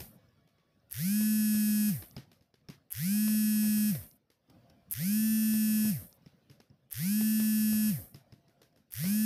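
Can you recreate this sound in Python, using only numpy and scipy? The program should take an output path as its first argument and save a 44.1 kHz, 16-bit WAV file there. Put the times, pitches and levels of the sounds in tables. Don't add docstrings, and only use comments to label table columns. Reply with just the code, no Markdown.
import sys
import numpy as np
from scipy import signal
from scipy.fft import rfft, irfft, next_fast_len
from scipy.io import wavfile
from scipy.ndimage import uniform_filter1d

SR = 44100
rng = np.random.default_rng(int(sys.argv[2]) if len(sys.argv) > 2 else 0)


def volts(x):
    e = np.asarray(x, float) / 20
    return 10 ** e


def wav_out(sig):
    wavfile.write(sys.argv[1], SR, np.round(np.clip(np.atleast_2d(sig).T, -1, 1) * 32767).astype(np.int16))


N = 407925

# f/Hz, level/dB per Hz
ROOM_COLOUR = [(15, -72), (25, -21), (131, -1), (427, -15), (529, -8.5), (691, -15.5), (879, -26.5),
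               (1720, -28), (2070, -31), (4150, -33.5), (5570, -33.5), (6900, -46.5), (15000, -41)]
# t/s, share/0-1
GATE_IN_PAUSES = [(0.0, 1), (.13, 0.75), (.5, 0.38), (.8, 0.43), (.9, 0.38), (2.2, 0.76), (2.55, 0.1),
                  (2.78, 0.57), (2.9, 0.26), (4.12, 0.52), (4.3, 0), (4.43, 0.26), (4.52, .75),
                  (4.85, 0.59), (6.25, 0.65), (6.88, 0.28), (8.2, 0.58), (8.9, 0.3)]
# t after power-on/s, share/0-1
GATE_IN_RUNS = [
    (.03, 0.01),
    (.1, 0.93),
    (.22, 0.88),
    (.75, 0.94),
    (1.0, 1.2),
    (1.14, 0.98),
    (1.24, 0.03),
]
# from t/s, to t/s, f/Hz, level/dB
FAN_LINES = [
    (0.0, .85, 1130, -87),
    (0.0, .7, 1700, -86),
    (0.0, .8, 2260, -87),
    (0.1, .8, 3400, -91),
    (.35, .6, 680, -80),
    (4.55, 4.85, 690, -73),
    (4.6, 4.75, 540, -74),
    (4.7, 4.9, 2360, -86),
    (7.6, 8.9, 680, -78),
]
# t/s, peak/dB, thud/dB, bright/dB, tail/dB
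KEYS_IN_PAUSES = [(0.003, -37, -7, -5, -12), (0.474, -60.5, -27, -12, -9), (0.583, -62, -9, -23, -7),
                  (2.165, -36.5, 3, -15, -10), (2.315, -49.5, -20, -9, -12), (2.409, -61, 1, -11, -8),
                  (2.54, -52, -18, -16, -13), (2.611, -67, -20, -28, -15), (2.686, -41, 3, -14, -5.5),
                  (4.301, -53.5, -13, -10, -11.5), (4.498, -54.5, -2.5, -6, -29),
                  (4.698, -53, -3, -9.5, -29), (6.222, -73, 15, -16, -17), (6.261, -50.5, 1.5, -17, -11.5),
                  (6.498, -50.5, 2.5, -10.5, -7), (6.601, -48, -9, -12, -15), (6.7, -64.5, 13, -32, -15),
                  (8.144, -45.5, 3.5, -8.5, -8.5), (8.323, -50, 3.5, -12.5, -13),
                  (8.481, -58.5, -3, -10, -10), (8.616, -47, -33, -10.5, -12.5), (8.726, -65, -2, -13, -18),
                  (8.76, -57.5, -5, -9, -8)]
# t/s, peak/dB, thud/dB, bright/dB, tail/dB
KEYS_UNDER_MOTOR = [(1.209, -37.5, -4, -25, -10), (1.542, -38.5, -3, -29, -8),
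                    (1.683, -44.5, -8, -25.5, -12), (2.022, -39, -21, -39, -13.5),
                    (3.277, -32.5, -32, -24, -15), (3.629, -40, -8, -28.5, -6),
                    (3.771, -43.5, -1, -31, -13), (3.949, -38, -14, -4, -26), (4.013, -51.5, -13, -20, -5),
                    (5.536, -38, -3.5, -27, -23), (5.715, -51, -19, -26, -19), (5.849, -40, 3, -25, -34),
                    (7.209, -33, -5, -31, -16.5), (7.397, -32.5, -26, -28.5, -11.5),
                    (7.726, -38, -13, -25, -20), (9.04, -34.5, -1, -24, -2.5)]
# f/Hz, level/dB per Hz
KEY_COLOUR = [(150, -22), (250, 1.5), (882, -19.5), (1270, -24), (1590, -21), (1790, -20.5), (5040, -24),
              (7510, -34), (13300, -24.5), (15500, -47)]
# t/s, peak/dB
TOUCHES = [
    (.288, -66),
    (.41, -72),
    (.80, -72),
    (4.477, -74),
]
# power-on t/s, full speed/Hz early, midway and late as the supply sags
STARTS = [
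    (-1.103, 214.0, 212.0, 211.0),
    (0.897, 214.8, 211.6, 210.4),
    (2.902, 214.4, 212.7, 211.4),
    (4.899, 219.3, 216.2, 214.3),
    (6.9, 217.4, 215.1, 214.0),
    (8.905, 218.0, 216.0, 215.0),
]
REST_TURNS = [.0, .15, -.12, .5, .33, -0.09]
# t/s, peak/dB
SLIPS = [(0.912, -31.5), (0.9205, -24), (0.9271, -17.5), (0.9485, -30), (2.907, -31), (2.9129, -29.5),
         (2.9177, -29.5), (2.9204, -21), (2.9259, -14.5), (2.929, -29.5), (2.9364, -33), (2.9454, -31.5),
         (4.9122, -16), (4.9177, -18), (4.9212, -20.5), (4.9255, -13), (4.9307, -17), (4.9368, -19),
         (4.9393, -33.5), (6.9086, -39.5), (6.9145, -32.5), (6.92, -36), (6.9226, -26), (6.9277, -16.5),
         (6.9311, -32), (6.9363, -33), (8.9105, -40), (8.923, -29), (8.9302, -33), (8.9384, -19.0)]
# t/s, peak/dB
STOPS = [
    (2.112, -40.5),
    (4.1137, -43.5),
    (6.128, -41),
    (8.1448, -57),
]
# f/Hz, level/dB
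CASE = [(300, -22), (1200, -20), (1500, 2), (1900, 7), (2500, 0.1), (3600, -7), (5200, 2), (6800, 0.1),
        (7600, -6), (9000, 0.1), (12000, 2), (16000, -4)]
# f/Hz, level/dB per Hz
HISS = [(900, -26), (1400, -12), (1900, -6), (2600, -15), (3800, -10.5), (5300, -2), (6600, -11.5),
        (7600, -14), (8700, -5.5), (10500, -4.5), (12300, 3), (13800, -2.5), (14400, -2.5), (15800, -8.5)]
# f/Hz, width/Hz, level/dB
TICK_RINGS = [
    (1890, 280, -20),
    (3520, 500, -16),
    (5840, 1700, -1),
    (11500, 5300, -3),
]
TURN_DB = [-48, -48, -49, -46, -46, -35, -27, -37, -45, -40, -27, -33, -41, -34, -39, -46, -39, -40, -37,
           -36, -33, -35, -28, -28, -30, -30, -35, -32, -36, -30, -31, -36, -36, -47, -40, -28, -31, -38,
           -27, -35, -25, -26, -24, -37, -38, -29, -36, -26, -26, -39, -28, -29, -20, -23, -27, -26, -32,
           -23, -32, -23, -30, -33, -24, -39, -41, -44, -33, -37, -36, -37, -48]
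# from t/s, to t/s, level/dB
SPLITS = [
    (3.003, 3.22, -45),
    (5.118, 5.178, -41),
    (7.163, 7.192, -42),
    (9.132, 9.172, -44),
]


def evened(x):
    return x / np.sqrt(np.mean(x ** 2) + 1e-20)


def read(points, hz):
    f, value = np.transpose(points)
    return np.interp(np.log(hz + 1), np.log(f + 1), value)


def add(mix, s, sound):
    at = round(s * SR)
    sound = sound[max(-at, 0):]
    part = mix[max(at, 0):][:len(sound)]
    part += sound[:len(part)]


def coloured(x, points, lo_hz, hi_hz):
    size = next_fast_len(len(x))
    hz = np.fft.rfftfreq(size, 1 / SR)
    edges = 1 / np.sqrt((1 + (lo_hz / (hz + 1)) ** 12) * (1 + (hz / hi_hz) ** 12))
    return evened(irfft(rfft(x, size) * volts(read(points, hz)) * edges, size)[:len(x)])


def drift(count, size):
    return evened(uniform_filter1d(uniform_filter1d(rng.standard_normal(count), size), size))


def gate(t):
    runs = sum(np.interp(t - start, *np.transpose(GATE_IN_RUNS)) for start, *_ in STARTS)
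    share_per_db, quiet_db, hold_s = 0.0083, -65.5, 0.027
    keys = np.zeros(len(t))
    for s, db, *_ in KEYS_IN_PAUSES + KEYS_UNDER_MOTOR:
        keys += share_per_db * max(db - quiet_db, 0) * (t > s) * np.exp(-abs(t - s) / hold_s)
    return np.maximum(np.interp(t, *np.transpose(GATE_IN_PAUSES)), runs) + uniform_filter1d(keys, size=5)


def room():
    hz, frames, z = signal.stft(rng.standard_normal(N), SR, nperseg=1024)
    patches = uniform_filter1d(rng.standard_normal(z.shape), size=5, axis=0)
    patches = evened(uniform_filter1d(patches, size=4, axis=1))
    noise = signal.istft(z * volts(3.4 * patches), SR, nperseg=1024)[1][:N]
    coarse = np.arange(0, N / SR + .01, .002)
    share = np.interp(np.arange(N) / SR, coarse, gate(coarse))
    layers = (-82, -58, 45, 260), (-87, -67, 260, 900), (-90.5, -68.5, 900, 21000)
    return sum(volts(shut + (wide - shut) * share) * coloured(noise, ROOM_COLOUR, lo, hi)
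               for shut, wide, lo, hi in layers)


def fan_line(start, end, hz, db):
    t = np.arange(start, end, 1 / SR)
    tone = np.sin(2 * np.pi * hz * t + 1.4 * drift(len(t), size=1500))
    return start, volts(db + 3.0 * drift(len(t), size=2500)) * tone * signal.windows.tukey(len(t), .3)


def key_snap(db):
    t, peak_s, ring_hz = np.arange(600) / SR, .0009, 5200
    ring = np.sin(2 * np.pi * ring_hz * rng.uniform(0.97, 1.04) * t)
    return volts(db) * (t / peak_s) * np.exp(1 - t / peak_s) * ring


def key_stroke(db, thud_db, bright_db, tail_db):
    t = np.arange(8192) / SR
    click = np.clip(t / 0.0018, 0, 1) * np.exp(-(t / 0.0064) ** 2) + 0.18 * volts(-700 * t)
    rebound = np.exp(-(t - .012) / 0.0037)
    held = 0.57 * np.exp(-t / 0.084) / (1 + (t / 0.077) ** 6)
    tail = np.clip((t - .012) / 0.0024, 0, 1) * (rebound + held)
    noise = rng.standard_normal(len(t))
    clack = coloured(noise, KEY_COLOUR, 340, 6000)
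    clack = clack + volts(bright_db) * coloured(noise, KEY_COLOUR, 5700, 15500)
    air = coloured(noise, KEY_COLOUR, 1000, 6200)
    air = air + volts(bright_db + 8.5) * coloured(noise, KEY_COLOUR, 5500, 15500)
    thud = coloured(noise, ROOM_COLOUR, 86, 340) * (t / 0.01) * np.exp(1 - t / 0.0084)
    thud = thud + .5 * np.sin(2 * np.pi * 140 * t) * np.exp(-t / 0.037)
    click_part = (clack + 0.084 * air) * click
    tail_part = volts(tail_db) * (air + 0.52 * clack) * tail
    return volts(db - 9.5) * (click_part + tail_part + volts(thud_db + 4.5) * thud)


def typing(mix):
    for s, db, thud_db, bright_db, tail_db in KEYS_IN_PAUSES + KEYS_UNDER_MOTOR:
        add(mix, s, key_stroke(db, thud_db, bright_db, tail_db))
        add(mix, s, key_snap(db - 5.0 + 0.53 * thud_db))
    for s, db in TOUCHES:
        add(mix, s, key_snap(db))


def slip(db, hz, knock_db, rise_s=.0001):
    t = np.arange(200) / SR
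    crack = (t / rise_s) * np.exp(1 - t / rise_s) * np.sin(2 * np.pi * hz * t)
    knock = np.exp(-t / 0.00032) * np.sin(2 * np.pi * 2800 * t)
    return volts(db) * crack + volts(knock_db) * knock


def slips():
    out, rows = np.zeros(N), list(SLIPS)
    for start, *_ in STARTS[1:]:
        rows.append((start + .0015, -46))
        for when, strength in rng.random((5, 2)):
            rows.append((start + 0.013 + 0.064 * when, -43.5 + 8.8 * (strength - .5)))
    for s, db in rows:
        a, b = rng.standard_normal(2)
        hz = 12300 - 300 * abs(a) - 40 * np.clip(-17.5 - db, 0, 15)
        add(out, s - .0002, slip(db, hz, min(-43 + 1.5 * b, db - 12.0)))
    for s, db in STOPS:
        add(out, s - .0002, slip(db - 3.0, 5500, db - 27, rise_s=0.00014))
    return out


def spin(t):
    head_start_s, spin_up_s, on_s, coast_s, friction = .004, .14, 1, .175, 0.27
    coast = (1 + friction) * np.exp(-np.maximum(t - on_s, 0) / coast_s) - friction
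    up = (t + head_start_s) / spin_up_s
    return np.tanh(up + .05 * up ** 3) * np.maximum(coast, .07)


def brush_db(share, powered, full_db, up_power, coast_power, cut_db):
    power = coast_power + (up_power - coast_power) * powered
    return full_db + 20 * np.log10(share) * power + cut_db * (1 - powered)


def turn_pattern(angle, hz, powered, middle_hz, phases):
    low, high = np.zeros((2, len(angle)), np.float32)
    coarse = np.arange(0, len(angle), 32)
    turn = step = np.exp(1j * angle).astype(np.complex64)
    for k, (db, phase) in enumerate(zip(TURN_DB, phases), 2):
        turn = turn * step
        change_db = read(CASE, k * hz[coarse]) - read(CASE, k * middle_hz)
        change_db = change_db + .5 * drift(len(coarse), size=40)
        coast_db = -38 + 9.0 * (k % 5 == 0)
        change_db = change_db + .85 * (1 - powered[coarse]) * (k > 6) * (coast_db - db)
        wear_db = .7 * rng.standard_normal()
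        height = np.repeat(volts(db + change_db + wear_db).astype(np.float32), 32)[:len(angle)]
        wave = (turn * np.complex64(np.exp(1j * phase))).real
        add(high if k > 35 else low, 0, height * wave)
    return low, high


def brushes(angle, hz, share, powered, middle_hz, phases):
    low, high = turn_pattern(angle, hz, powered, middle_hz, phases)
    clean_low = .984 * (.88 + .12 * powered) * np.clip(share, 0, 1) ** .3
    clean_high = .95 * (.5 + .5 * powered) * np.clip(share, 0, 1) ** 4
    rub = 1 + 0.066 * np.cos(angle) + 0.26 * np.cos(2 * angle + 0.39)
    rub = rub * rng.standard_normal(len(angle))
    low = clean_low * evened(low) + np.sqrt(1 - clean_low ** 2) * coloured(rub, HISS, 1200, 7500)
    high = clean_high * evened(high) + np.sqrt(1 - clean_high ** 2) * coloured(rub, HISS, 7500, 15800)
    low_db = brush_db(share, powered, -45.5, 1.1, 2.5, -3)
    high_db = brush_db(share, powered, -39.0, 1.04, 1.25, -1.5)
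    return volts(low_db) * low + volts(high_db) * high


def passes(angle):
    turns = np.floor(angle / (2 * np.pi))
    return np.diff(turns, prepend=turns[0])


def loose_ticks(t, angle, share, powered):
    slow = (1 - np.clip(share, 0, 1) ** 4) ** 2
    ticks = volts(-27) * (passes(angle) + 0.22 * passes(angle - 1.05)) * powered * slow * (t > .04)
    grit = rng.random(len(t)) < 350 / SR
    size = volts(3.0 * np.minimum(rng.exponential(1, len(t)), 3))
    ticks = ticks + volts(-47) * size * grit * (t < .07)
    u = np.arange(400) / SR
    ring = sum(volts(db - 27 * width * u) * np.sin(2 * np.pi * f * u) for f, width, db in TICK_RINGS)
    ring = signal.sosfilt(signal.butter(4, 1500, "high", fs=SR, output="sos"), ring)
    return signal.oaconvolve(ticks, ring)[:len(t)]


def weight_shake(angle, hz, share):
    db = -27.5 + 20 * 1.94 * np.log10(share) - 10 * np.log10(1 + (106.6 / hz) ** 5)
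    return np.sqrt(2) * volts(db + .25 * drift(len(angle), size=400)) * np.cos(angle + 2.55)


def motor(start, speeds, rest, phases):
    run_s = 1.285
    t = np.arange(max(0, -start), min(run_s, N / SR - start + .01), 1 / SR)
    share = uniform_filter1d(spin(t), size=500)
    hz = share * uniform_filter1d(np.interp(t, [.45, .75, .95], speeds), size=4000)
    angle = 2 * np.pi * (rest + np.cumsum(hz) / SR + .0006 * drift(len(t), size=300))
    powered = np.clip((1.012 - t) / 0.011, 0, 1)
    sound = weight_shake(angle, hz, share)
    sound = sound + brushes(angle, hz, share, powered, speeds[1], phases)
    sound = sound + loose_ticks(t, angle, share, powered)
    fade = np.clip(np.minimum(t / .012, (run_s + .001 - t) / .02), 0, 1) ** 2
    return start + t[0], fade * sound


def scene():
    mix = room()
    for row in FAN_LINES:
        add(mix, *fan_line(*row))
    typing(mix)
    order = np.arange(len(TURN_DB))
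    spread = np.where((order > 18) & (order < 34), .45, 3.0)
    phases = spread * rng.standard_normal(len(order)) - .06 * (order - 24) ** 2
    for (start, *speeds), rest in zip(STARTS, REST_TURNS):
        add(mix, *motor(start, speeds, rest, phases))
    treble_limit = signal.firwin(1023, 15560, window=("kaiser", 8), fs=SR)
    mix = signal.oaconvolve(mix, treble_limit, "same") + slips()
    return np.array([mix, mix])


def low_pass(x):
    return signal.sosfilt(signal.butter(12, 16510, fs=SR, output="sos"), x)


def record(dry):
    side = np.zeros(N)
    for start, end, db in SPLITS:
        size = round((end - start) * SR)
        patchy = volts(db + 2.8 * drift(size, size=400)) * np.hanning(size) ** 0.48
        add(side, start, patchy * coloured(rng.standard_normal(size), HISS, 7600, 15500))
    limit = signal.firwin(255, 16450, window=("kaiser", 5), fs=SR)
    mix = signal.oaconvolve(dry + side * [[1], [-1]], limit[None], "same")
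    return low_pass(mix)


dry = scene()
out = record(dry)
wav_out(out)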